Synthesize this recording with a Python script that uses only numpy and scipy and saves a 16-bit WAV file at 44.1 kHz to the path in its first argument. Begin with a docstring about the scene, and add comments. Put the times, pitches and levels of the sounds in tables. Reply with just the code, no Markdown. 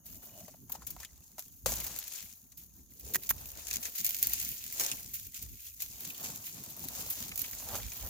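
"""Dogs push through frost-stiff grass and dry brush on a lake shore, close to a hand-held pair of microphones.
Blades and stems crackle in dense noise grains; single stems snap with a click, a sizzle and a ringing knock.
Paws and the carrier's moves thump low, coats rub along stems, thick stems pop, and air and hiss lie beneath.
The brush stays near the front, reaches the left microphone clearly first from 3.5 s, then drifts back."""
import sys
import numpy as np
from scipy import signal
from scipy.fft import rfft, irfft, next_fast_len
from scipy.io import wavfile
from scipy.ndimage import uniform_filter1d

SR = 44100
rng = np.random.default_rng(int(sys.argv[2]) if len(sys.argv) > 2 else 0)


def bounce(signal):
    """Save signal as a 16-bit WAV file at the path given by the first command-line argument."""
    frames = np.transpose(np.atleast_2d(signal))
    limited = np.clip(frames, -1, 1)
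    pcm = np.round(limited * 32767).astype(np.int16)
    wavfile.write(sys.argv[1], SR, pcm)


N = 356769


def amp(db):
    """Amplitude for a level in dB."""
    return 10 ** (np.asarray(db) / 20)


def unit(x):
    """x scaled to rms 1."""
    return x / np.sqrt(np.mean(x ** 2) + 1e-20)


def curves(rows):
    """One value per sample for each column after the time."""
    s, *cols = np.transpose(rows)
    return [np.interp(np.arange(N) / SR, s, c) for c in cols]


def along(points, hz):
    """(Hz, value) points read on a log frequency axis."""
    f, v = np.transpose(points)
    return np.interp(np.log(hz + 1), np.log(f + 1), v)


def filtered(x, response):
    """x times a response of frequency."""
    m = next_fast_len(N + 8192)
    return irfft(rfft(x, m) * response(np.fft.rfftfreq(m, 1 / SR)), m)[..., :N]


def coloured(x, spectrum):
    """x shaped by (Hz, dB) points; white noise keeps its rms."""
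    return filtered(x, lambda hz: unit(amp(along(spectrum, hz))))


def sides(db):
    """Left and right gains for a level difference."""
    return amp(np.array([db, -db]) / 2)


def pair(alike, lead_ms):
    """White noise at two microphones: a shared part, lead_ms earlier on the left, and a part of their own."""
    alike = np.clip(alike, 0, 1)
    shared = rng.standard_normal(N + 200)
    at = np.arange(N) + 100
    lead = np.round(lead_ms * SR / 1000).astype(int)
    both = np.array([shared[at + lead], shared[at]])
    return np.sqrt(alike) * both + np.sqrt(1 - alike) * rng.standard_normal((2, N))


def grains(per_s, spread_db, t60, bed, rise=.001):
    """Envelope of rms 1: many small breaks, a few of them strong, each dying away, over a smooth bed."""
    chance, size = rng.random((2, N))
    starts = (chance < per_s / SR) * amp(-spread_db * np.log(size + .035)) ** 2
    power = signal.lfilter([1], [1, -amp(-120 / (t60 * SR))], starts)
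    power = np.abs(uniform_filter1d(power, size=1 + int(rise * SR)))  # softens each onset
    return unit(np.sqrt(power / power.mean() + bed))


def swells(s, db, rise_s, fade_s):
    """Power of events that rise to their level and fade, evenly in dB: 10 dB in rise_s or fade_s."""
    step = 44  # samples between computed points
    gap = np.arange(0, N + step, step) / SR - np.c_[s]
    fall_db = 10 * np.maximum(gap / np.c_[fade_s], -gap / np.c_[rise_s])
    power = amp(np.c_[db] - fall_db) ** 2
    return np.interp(np.arange(N) / step, np.arange(power.shape[1]), power.sum(0))


def air():
    """Still air and microphone hiss: steady coloured noise, mostly different at each microphone."""
    # colour of air and hiss: (frequency [Hz], relative level [dB])
    air_colour = [(18, -89), (30, 19), (81, -5.5), (251, 4.5), (425, -21), (3750, -46), (6690, 11),
                  (8250, -38), (11300, 4.5), (15900, -25)]
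    level_db = -68
    return amp(level_db) * coloured(pair(.2, np.zeros(N)), air_colour)


def thumps():
    """Blows as swelling low noise: lumpy thumps and a deeper rumble that is less alike at the two microphones."""
    # low blows of paws and of the hand on the microphones:
    # (loudest at [s], thump level [dB], rumble level [dB], thump's 10 dB rise [s], thump's 10 dB fade [s])
    blows = [(0.116, -54, -55, 0.041, 0.094), (0.376, -58, -69, 0.129, 0.166),
             (0.62, -60, -62, 0.132, 0.184), (0.82, -61, -57, 0.046, 0.089),
             (0.957, -60, -54, 0.093, 0.051), (1.146, -66, -57, 0.027, 0.048),
             (1.435, -70, -65, 0.146, 0.05), (1.517, -65, -58, 0.013, 0.063),
             (1.667, -43, -43, 0.014, 0.099), (1.917, -57, -58, 0.04, 0.071),
             (2.251, -64, -66, 0.049, 0.062), (2.646, -62, -61, 0.146, 0.061),
             (2.798, -55, -56, 0.031, 0.054), (2.915, -56, -63, 0.023, 0.03),
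             (3.06, -58, -51, 0.023, 0.029), (3.141, -51, -61, 0.09, 0.08), (3.338, -56, -49, 0.056, 0.142),
             (3.578, -58, -54, 0.026, 0.028), (3.765, -55, -52, 0.076, 0.039),
             (3.866, -59, -64, 0.022, 0.079), (4.016, -57, -63, 0.018, 0.1),
             (4.304, -56, -53, 0.094, 0.081), (4.519, -53, -55, 0.147, 0.028),
             (4.649, -58, -57, 0.046, 0.067), (4.821, -54, -62, 0.045, 0.071),
             (4.926, -59, -58, 0.017, 0.158), (5.077, -60, -60, 0.01, 0.109),
             (5.282, -58, -56, 0.076, 0.024), (5.429, -53, -51, 0.025, 0.059),
             (5.531, -53, -49, 0.038, 0.027), (5.724, -85, -62, 0.15, 0.025),
             (5.911, -61, -56, 0.072, 0.076), (6.014, -54, -85, 0.019, 0.2),
             (6.303, -54, -65, 0.113, 0.149), (6.582, -56, -73, 0.108, 0.2),
             (6.857, -53, -65, 0.149, 0.118), (6.93, -58, -54, 0.037, 0.026), (7.027, -52, -58, 0.135, 0.1),
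             (7.284, -54, -69, 0.15, 0.076), (7.423, -56, -56, 0.135, 0.056),
             (7.741, -48, -51, 0.147, 0.138), (7.866, -72, -45, 0.093, 0.025),
             (8.036, -57, -45, 0.032, 0.075)]
    # colour of paws on hard ground: (frequency [Hz], relative level [dB])
    thump_colour = [(53, -20), (90, 0.5), (243, -1), (367, -11.5), (420, -14), (550, -29), (920, -120)]
    # colour of the rumble: (frequency [Hz], relative level [dB])
    rumble_colour = [(15, -40), (25, -15.5), (59, 6.5), (110, -3.5), (140, -20), (240, -120)]
    thump_rest_db, rumble_rest_db = -73, -81  # between blows
    rumble_pace = 1.4  # the rumble's times over those of the thump

    s, thump_db, rumble_db, *times = np.transpose(blows)
    thump = np.sqrt(swells(s, thump_db, *times) + amp(thump_rest_db) ** 2)
    rumble_power = swells(s, rumble_db, *np.multiply(times, rumble_pace))
    rumble = np.sqrt(rumble_power + amp(rumble_rest_db) ** 2)
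    lumps = thump * grains(per_s=25, spread_db=3, t60=0.11, bed=0.6, rise=0.021)
    knocking = coloured(lumps * pair(0.94, np.full(N, .36)), thump_colour)
    return knocking + coloured(rumble * pair(0.52, np.full(N, .4)), rumble_colour)


def rubs():
    """A coat drags along a stem: lumpy friction noise inside one hollow resonance."""
    # each rub: (loudest at [s], level [dB], 10 dB rise [s], 10 dB fade [s], resonance [Hz], width [Hz])
    drags = [(0.4, -60, .17, .05, 646, 200), (0.4, -70, .2, .06, 2940, 170),
             (3.14, -53, .08, .06, 400, 250), (7.745, -44, .075, .035, 650, 700)]
    out = np.zeros((2, N))
    for s, db, rise_s, fade_s, hz, width_hz in drags:
        resonance = lambda f: 1 / (1 + ((f * f - hz * hz) / (f * width_hz + 1)) ** 2)
        hollow = filtered(pair(.8, np.zeros(N)), resonance)
        lumps = grains(per_s=80, spread_db=2, t60=.04, bed=1.2, rise=.004)
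        out += np.sqrt(swells([s], [db], [rise_s], [fade_s])) * lumps * unit(hollow)
    return out


def pops():
    """Thick stems give way in one quick swing of pressure that hardly rings."""
    # each pop: (start [s], level before its decay [dB], pitch [Hz])
    swings = [(1.6605, -22, 1300), (3.158, -19, 1700), (3.3102, -20, 1700), (4.8102, -22, 3000),
              (7.754, -31, 1300), (8.035, -38, 700)]
    decay_cycles = .9  # cycles to fall to 1/e
    t = np.arange(SR // 50) / SR
    out = np.zeros(N + len(t))
    for s, db, hz in swings:
        swing = np.sin(2 * np.pi * hz * t) * np.exp(-hz * t / decay_cycles)
        out[round(s * SR):][:len(t)] += amp(db) * swing
    return out[:N]


def ticks(level_db, per_s, hz, cycles):
    """Small twigs and ice flakes, each a short decaying sine at its own pitch and strength."""
    at, pitch, size = rng.random((round(per_s * N / SR), 3)).T
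    at = (at * (N - 1)).astype(int)
    t = np.arange(400)  # samples
    f = (hz * np.exp(1.2 * (pitch - .5)) / SR)[:, None]  # cycles per sample
    level = amp(level_db[at] - 3 * np.log(size + 0.03))[:, None]
    ring = np.sin(2 * np.pi * f * t) * np.exp(-f * t / cycles) * level
    return np.bincount((at[:, None] + t).ravel(), ring.ravel(), N + len(t))[:N]


def snaps():
    """Left-right envelopes of crackle and sizzle for snaps and tears, and the resonant knock of each stem."""
    # snapping stems: (start [s], reference level [dB], sizzle re reference [dB], knock re reference [dB],
    # knock pitch [Hz], sizzle t60 [s], left-right difference [dB])
    stems = [(0.48, -34.5, -13, -9, 634, 0.046, 8), (0.539, -48.5, -17, 4, 670, 0.03, 3),
             (0.6953, -39, -1, -9, 960, 0.06, 3), (0.7194, -24, -2, -26, 6500, 0.036, 5.5),
             (0.75, -30, -14, -10, 816, 0.046, 5), (0.819, -41, -11, -3, 1100, 0.035, 5),
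             (0.8671, -29, -3, -14, 6800, 0.055, 5), (0.9045, -29, 0, -12, 6500, 0.04, 6),
             (0.9637, -39, -9, -1, 800, 0.026, -2), (0.9986, -32, -14, -19.5, 910, 0.082, 5),
             (1.0294, -36.5, -16, -5, 1800, 0.05, 8), (1.0475, -26, -17, -12, 3100, 0.033, 5),
             (1.3813, -27, -19, -11.5, 770, 0.033, 4), (1.3932, -23.5, -9, -24, 729, 0.036, 4),
             (1.6592, -9, -16, -19, 560, 0.044, 6), (1.7195, -18, -19, -15.5, 590, 0.028, 0),
             (1.757, -30.5, -4.5, -17, 810, 0.035, -11), (1.8008, -21.5, -7.5, -26, 2940, 0.04, 0.0),
             (1.8422, -23, -7, -20, 2180, 0.042, 2), (1.8656, -21.5, -6, -28, 2930, 0.035, -1),
             (1.962, -27, -10, -30, 2500, 0.03, 2), (1.9876, -25.5, -2, -25, 2220, 0.031, -1),
             (2.0384, -30, -15, -28, 1750, 0.035, 4), (2.0788, -28, -10, -38, 2550, 0.031, 8.5),
             (2.1207, -28.5, -21, -34, 2960, 0.034, 11), (2.156, -27, -18, -33, 2240, 0.037, 16),
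             (2.5187, -37, -13, -29, 2020, 0.047, 5), (2.572, -40, -3.5, -45, 767, 0.11, -0.5),
             (2.9956, -38, -3, -55, 721, 0.041, 1), (3.1455, -17.5, -9, -11, 1880, 0.037, -7),
             (3.1565, -13, -9, -13, 1980, 0.022, -3), (3.291, -27, -16, -13, 2270, 0.035, -3.0),
             (3.3028, -19, -5, -12, 1230, 0.033, -4), (3.3057, -19, -15, -16, 1840, 0.03, -5),
             (3.4565, -30, -14, -30, 2500, 0.02, 2), (3.5725, -32, -14, -20, 2000, 0.025, 2),
             (3.6694, -26.5, -14, -35, 2160, 0.028, 12), (3.683, -20, -14, -23, 690, 0.042, -1),
             (3.7104, -15.5, -16, -17, 2670, 0.029, -0.5), (3.73, -19, -12, -25, 3800, 0.018, 2),
             (3.738, -19, -10, -25, 2200, 0.04, 2), (3.7575, -16, -23, -32, 1910, 0.035, 3),
             (3.768, -19, -14, -25, 2000, 0.018, 2), (3.8264, -22.5, -13, -26, 2610, 0.063, 3),
             (3.8535, -16.5, -19, -19.5, 1980, 0.039, 3), (3.951, -26, -6, -33, 2120, 0.082, 3),
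             (3.9784, -21, -10, -32, 1720, 0.061, -1), (4.011, -27, -6, -35, 2500, 0.02, 1),
             (4.0448, -17, -4, -41, 2410, 0.052, 2.5), (4.0642, -12.5, -8, -34, 2370, 0.034, 1),
             (4.091, -21.5, -3, -41, 2090, 0.037, -1), (4.1355, -30, -11, -31, 1950, 0.035, -4),
             (4.145, -16.5, -11, -39, 2470, 0.032, 0.5), (4.1876, -26.5, -6, -28, 2350, 0.061, 4),
             (4.227, -14.5, -2, -19.5, 2130, 0.026, 0), (4.2355, -20, -3, -30, 2130, 0.015, 0),
             (4.242, -30, -10, 3, 4830, 0.03, 0), (4.27, -19, -1, -20, 2500, 0.022, 2),
             (4.334, -18, -2, -35, 2860, 0.022, 0), (4.399, -24, -5, -35, 2500, 0.03, 1),
             (4.489, -25, -2, -35, 2500, 0.022, 1), (4.7235, -28, -5, -23, 1940, 0.038, 1.0),
             (4.8092, -22.5, -31, -14, 1880, 0.048, -3), (4.9145, -10.5, -22, -20.5, 2600, 0.038, 1),
             (5.1352, -28, -6, -35, 2640, 0.11, -2), (5.3433, -27, -15, -20, 2550, 0.032, -5),
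             (5.4251, -29.5, -6, -27, 2440, 0.044, 1.0), (5.803, -25, -9, -34, 2670, 0.044, 4),
             (5.8192, -21, -5, -25, 2430, 0.042, 2), (6.048, -33, -10, -20, 3000, 0.025, 1),
             (6.102, -30, -13, -6, 2570, 0.035, 1.0), (6.146, -40, -10, 2, 2850, 0.025, 1),
             (6.24, -24.5, -15, -17, 2250, 0.11, 0.0), (6.6378, -30, -6, -35, 2860, 0.041, 2),
             (6.661, -30, -12, -20, 2800, 0.025, 1), (6.8389, -32, -6, -17, 775, 0.038, 8),
             (6.8852, -25, -6, -37, 549, 0.028, 1), (7.0626, -32, -10, -12, 581, 0.033, -10),
             (7.1252, -28, -21, -23.5, 2890, 0.021, -3), (7.154, -28, -12, -20, 2800, 0.025, -2),
             (7.3158, -30, -28, -2, 2480, 0.032, -14), (7.3576, -26.5, -4, -35, 2090, 0.032, -4.5),
             (7.3758, -21.5, -5, -32, 2950, 0.04, -4), (7.392, -22.5, -4, -24, 627, 0.047, 0),
             (7.417, -24, 0, -30, 2300, 0.029, -3.5), (7.441, -27.5, -12, -6, 2400, 0.039, 0.5),
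             (7.532, -27, -12, -13, 2000, 0.025, -2), (7.5952, -30.5, -9, -20, 2550, 0.038, -4),
             (7.7523, -19, -25, -18, 645, 0.054, -5), (7.799, -32, -15, -12, 1500, 0.025, -2),
             (7.9185, -26.5, -11, -14, 2480, 0.033, 0)]
    # stems torn close by, a rasp that stops short: (start [s], end [s], crackle level [dB], sizzle level [dB])
    torn = [(3.137, 3.167, -37, -31), (3.292, 3.316, -39.5, -26.5)]

    t = np.arange(SR // 8) / SR
    clicks = np.zeros((2, 2, N + len(t)))  # crackle or sizzle, left or right, time
    splinters = np.zeros_like(clicks)
    knocks = np.zeros(N + len(t))
    noise = rng.standard_normal((len(stems), len(t)))
    for (s, db, sizzle_db, knock_db, hz, t60, pan_db), shake in zip(stems, noise):
        at = slice(round(s * SR), round(s * SR) + len(t))
        level = amp([[[db - 14]], [[db + sizzle_db]]]) * sides(pan_db)[:, None]
        # the stem breaks with a click, stronger for a brittle, short snap
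        click = amp(-60 * (t - .001) / .005) * (t > .001)
        clicks[..., at] += (1.6 * min(.038 / t60, 1.45) * level * click) ** 2
        # fibres give way and swell, then splinters die away
        splinter = amp(-60 * t / t60) * (1 - np.exp(-t / 0.0033))
        splinters[..., at] += (1.33 * level * splinter) ** 2
        # the knock is noise ringing at the stem's pitch
        ring = unit(signal.lfilter(*signal.iirpeak(hz, 5, SR), shake))
        fade = amp(-60 * t / (1.2 * t60)) * (1 - np.exp(-t / 0.0018))
        knocks[at] += amp(db + knock_db - 2.5) * ring * fade
    for start, end, *db in torn:
        splinters[..., round(start * SR):round(end * SR)] += amp(db)[:, None, None] ** 2
    uneven = grains(per_s=790, spread_db=1.0, t60=0.013, bed=0.85, rise=.0002)
    return np.sqrt(clicks[..., :N] + splinters[..., :N] * uneven ** 2), knocks[:N]


def effort():
    """Levels in dB of crackle, sizzle and scuff: every push swells over the rustle."""
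    # uneven rustle between pushes:
    # (time [s], crackle level [dB], sizzle level [dB], scuff level [dB])
    rustle = [(0.0, -80, -64, -79), (0.645, -81, -62, -88), (1.143, -63, -62, -76), (1.775, -70, -55, -88),
              (2.285, -88, -57, -80), (2.964, -79, -75, -87), (3.422, -50, -47, -61),
              (4.027, -72, -68, -66), (4.486, -49, -41, -88), (5.291, -64, -60, -88),
              (5.735, -61, -57, -88), (6.422, -77, -49, -77), (7.105, -65, -61, -60),
              (7.621, -47, -45, -66), (8.09, -48, -44, -64)]
    # a paw or flank pushes into the brush: (loudest at [s], crackle level [dB], sizzle re crackle [dB],
    # scuff re crackle [dB], crackle's 10 dB rise [s], crackle's 10 dB fade [s])
    push_table = [(0.06, -54, 6, -18, 0.008, 0.16), (0.225, -55, 4, -9, 0.008, 0.14),
                  (0.393, -56, 4, -14, 0.107, 0.196), (0.75, -52, 2, -7, 0.038, 0.029),
                  (0.828, -58, -12, -5, 0.063, 0.04), (0.877, -53, 3, -13, 0.007, 0.098),
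                  (1.03, -52, -4, -15, 0.063, 0.039), (1.387, -52, 4, -17, 0.004, 0.067),
                  (1.666, -38, 1, -10, 0.005, 0.225), (1.912, -46, 1, -11, 0.082, 0.094),
                  (2.176, -47, 1, -21, 0.2, 0.118), (2.619, -57, 5, -21, 0.049, 0.05),
                  (2.811, -63, 7, -13, 0.131, 0.035), (2.908, -61, 9, -17, 0.008, 0.04),
                  (3.103, -50, 5, -18, 0.099, 0.116), (3.227, -52, 6, -35, 0.017, 0.097),
                  (3.588, -46, -1, -11, 0.022, 0.072), (3.763, -41, 1, -13, 0.081, 0.024),
                  (3.87, -43, 3, -10, 0.073, 0.037), (4.003, -40, 4, -28, 0.057, 0.025),
                  (4.058, -42, 4, -19, 0.026, 0.172), (4.243, -41.5, 2, -18, 0.072, 0.356),
                  (4.441, -41, 4, -24, 0.178, 0.093), (4.669, -47, -1, -17, 0.025, 0.037),
                  (4.81, -35, 2, -10, 0.047, 0.125), (5.153, -48, 6, -35, 0.033, 0.106),
                  (5.26, -53, 5, -24, 0.068, 0.038), (5.36, -45, 2, -28, 0.022, 0.065),
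                  (5.428, -55, 6, -15, 0.039, 0.097), (5.679, -50, 7, -35, 0.153, 0.048),
                  (5.821, -43, 3, -18, 0.022, 0.058), (5.94, -50, 2, -16, 0.053, 0.104),
                  (6.016, -48, 3, -13, 0.051, 0.121), (6.102, -50, 6, -14, 0.093, 0.05),
                  (6.267, -43, 0, -8, 0.103, 0.123), (6.458, -45, 3, -27, 0.032, 0.107),
                  (6.559, -50, -5, -11, 0.022, 0.299), (6.702, -54, 3, -10, 0.066, 0.035),
                  (6.846, -51, 3, -10, 0.155, 0.043), (7.0, -41, 0, -12, 0.138, 0.079),
                  (7.106, -42, 5, -23, 0.052, 0.081), (7.198, -42, 3, -18, 0.042, 0.114),
                  (7.409, -43, 5, -25, 0.042, 0.075), (7.63, -52, 11, -14, 0.029, 0.028),
                  (7.755, -45, 5, -6, 0.08, 0.06), (8.059, -58, 7, 4, 0.055, 0.027)]
    scuff_pace = .8  # the scuff's times over those of the crackle

    s, db, sizzle_db, scuff_db, *times = np.transpose(push_table)
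    pushes = [swells(s, db, *times),
              swells(s, db + sizzle_db, *times),
              swells(s, db + scuff_db, *np.multiply(times, scuff_pace))]
    return [10 * np.log10(push + amp(rest_db) ** 2) for push, rest_db in zip(pushes, curves(rustle))]


def brush():
    """Grass and brush as grainy noise in three layers; snaps are more alike at both microphones than rustle."""
    # where the sound comes from: (time [s], lead of the left microphone [ms], left-right difference [dB])
    bearing = [(0, 0.08, 2.5), (1, 0.03, 1), (2, 0.011, 3.5), (2.6, 0.03, 3), (3.3, 0.044, 0.5),
               (3.55, 0.45, 2), (4, 0.44, 1), (5.8, 0.35, 1.5), (6.1, .26, 1), (7.3, 0.18, 1.5),
               (7.6, 0.008, 0), (8.09, 0.08, 0)]
    # frozen blades, strong near 7 kHz where the microphones ring: (frequency [Hz], relative level [dB])
    crackle_colour = [(820, -36), (1400, -17), (1880, -13), (2450, -8), (2980, -9), (4790, -5.5),
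                      (5300, -5), (6750, 2), (8070, -6), (9000, -9), (11700, -5), (19800, -120)]
    # ice crystals breaking off: (frequency [Hz], relative level [dB])
    sizzle_colour = [(400, -38), (2200, -22), (4710, -15), (8000, -32), (9340, -8), (11400, 1),
                     (15100, 8.5), (15700, -3)]
    # coats and paws dragging through: (frequency [Hz], relative level [dB])
    scuff_colour = [(190, -17), (330, -9), (492, -5.5), (662, -4), (951, -5.5), (1140, -8), (1240, -8.5),
                    (1500, -10), (1950, -13), (3300, -120)]
    # thick blades fall back by thick_drops dB for each dB of crackle below firm_db
    firm_db, thick_drops = -52, .45

    crackle_db, sizzle_db, scuff_db = effort()
    lead_ms, pan_db = curves(bearing)
    # crackle and sizzle share some breaks and have others of their own
    common = grains(per_s=170, spread_db=4, t60=.013, bed=1.7, rise=.0015) * sides(pan_db)
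    (bright, fine), knocks = snaps()

    def own():
        """Breaks heard in one layer only."""
        return grains(per_s=90, spread_db=4, t60=0.15, bed=1.0, rise=0.00067)

    def blades():
        """Crackling noise of one kind of blade."""
        return amp(crackle_db) * common * own() * pair(0.15, lead_ms)

    def thick(hz):
        """Share of power from thick blades, which sound low; thin ones sound high."""
        return 1 / (1 + (hz / 4400) ** 6)

    # a light touch breaks few thick blades
    firm = amp(thick_drops * np.clip(crackle_db - firm_db, -12, 2))
    low = filtered(firm * blades(), lambda hz: np.sqrt(thick(hz)))
    high = filtered(blades(), lambda hz: np.sqrt(1 - thick(hz)))
    crackle = low + high + bright * pair(0.36, lead_ms)

    sizzle = amp(sizzle_db) * common * own() * pair(.2, lead_ms)
    sizzle = sizzle + fine * pair(0.23, lead_ms)

    scuff_grains = grains(per_s=70, spread_db=1, t60=0.03, bed=1.0, rise=0.0085)
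    scuff = amp(scuff_db) * scuff_grains * pair(0.69, lead_ms)

    # knocks and ticks reach the right microphone later
    rings = knocks + ticks(crackle_db - 5.5, per_s=70, hz=3600, cycles=6)
    late = np.arange(N) - np.round(lead_ms * SR / 1000).astype(int)
    rings = np.array([rings, rings[np.clip(late, 0, N - 1)]])

    layers = coloured(crackle, crackle_colour) + coloured(sizzle, sizzle_colour)
    return layers + coloured(scuff, scuff_colour) + rings


def scene():
    """All layers, from the still air up to the brush."""
    return air() + thumps() + rubs() + pops() + brush()


def record(dry):
    """Each microphone has its colour; little passes above the shelf and nothing above the band limit."""
    # the two microphones differ in colour: (frequency [Hz], left-right difference [dB])
    mic_colour = [(30, 0), (60, -2), (130, -2.5), (290, -1), (640, 3.0), (1410, 2.5), (3100, -1), (6820, 2),
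                  (15000, -2.5)]
    shelf_hz, top_hz = 15850, 16984

    def response(hz):
        """Left and right gains at each frequency."""
        shelf = amp(-36 * (hz > shelf_hz)) * (hz < top_hz)
        return sides(along(mic_colour, hz)) * shelf

    return filtered(dry, response)


dry = scene()
out = record(dry)
bounce(out)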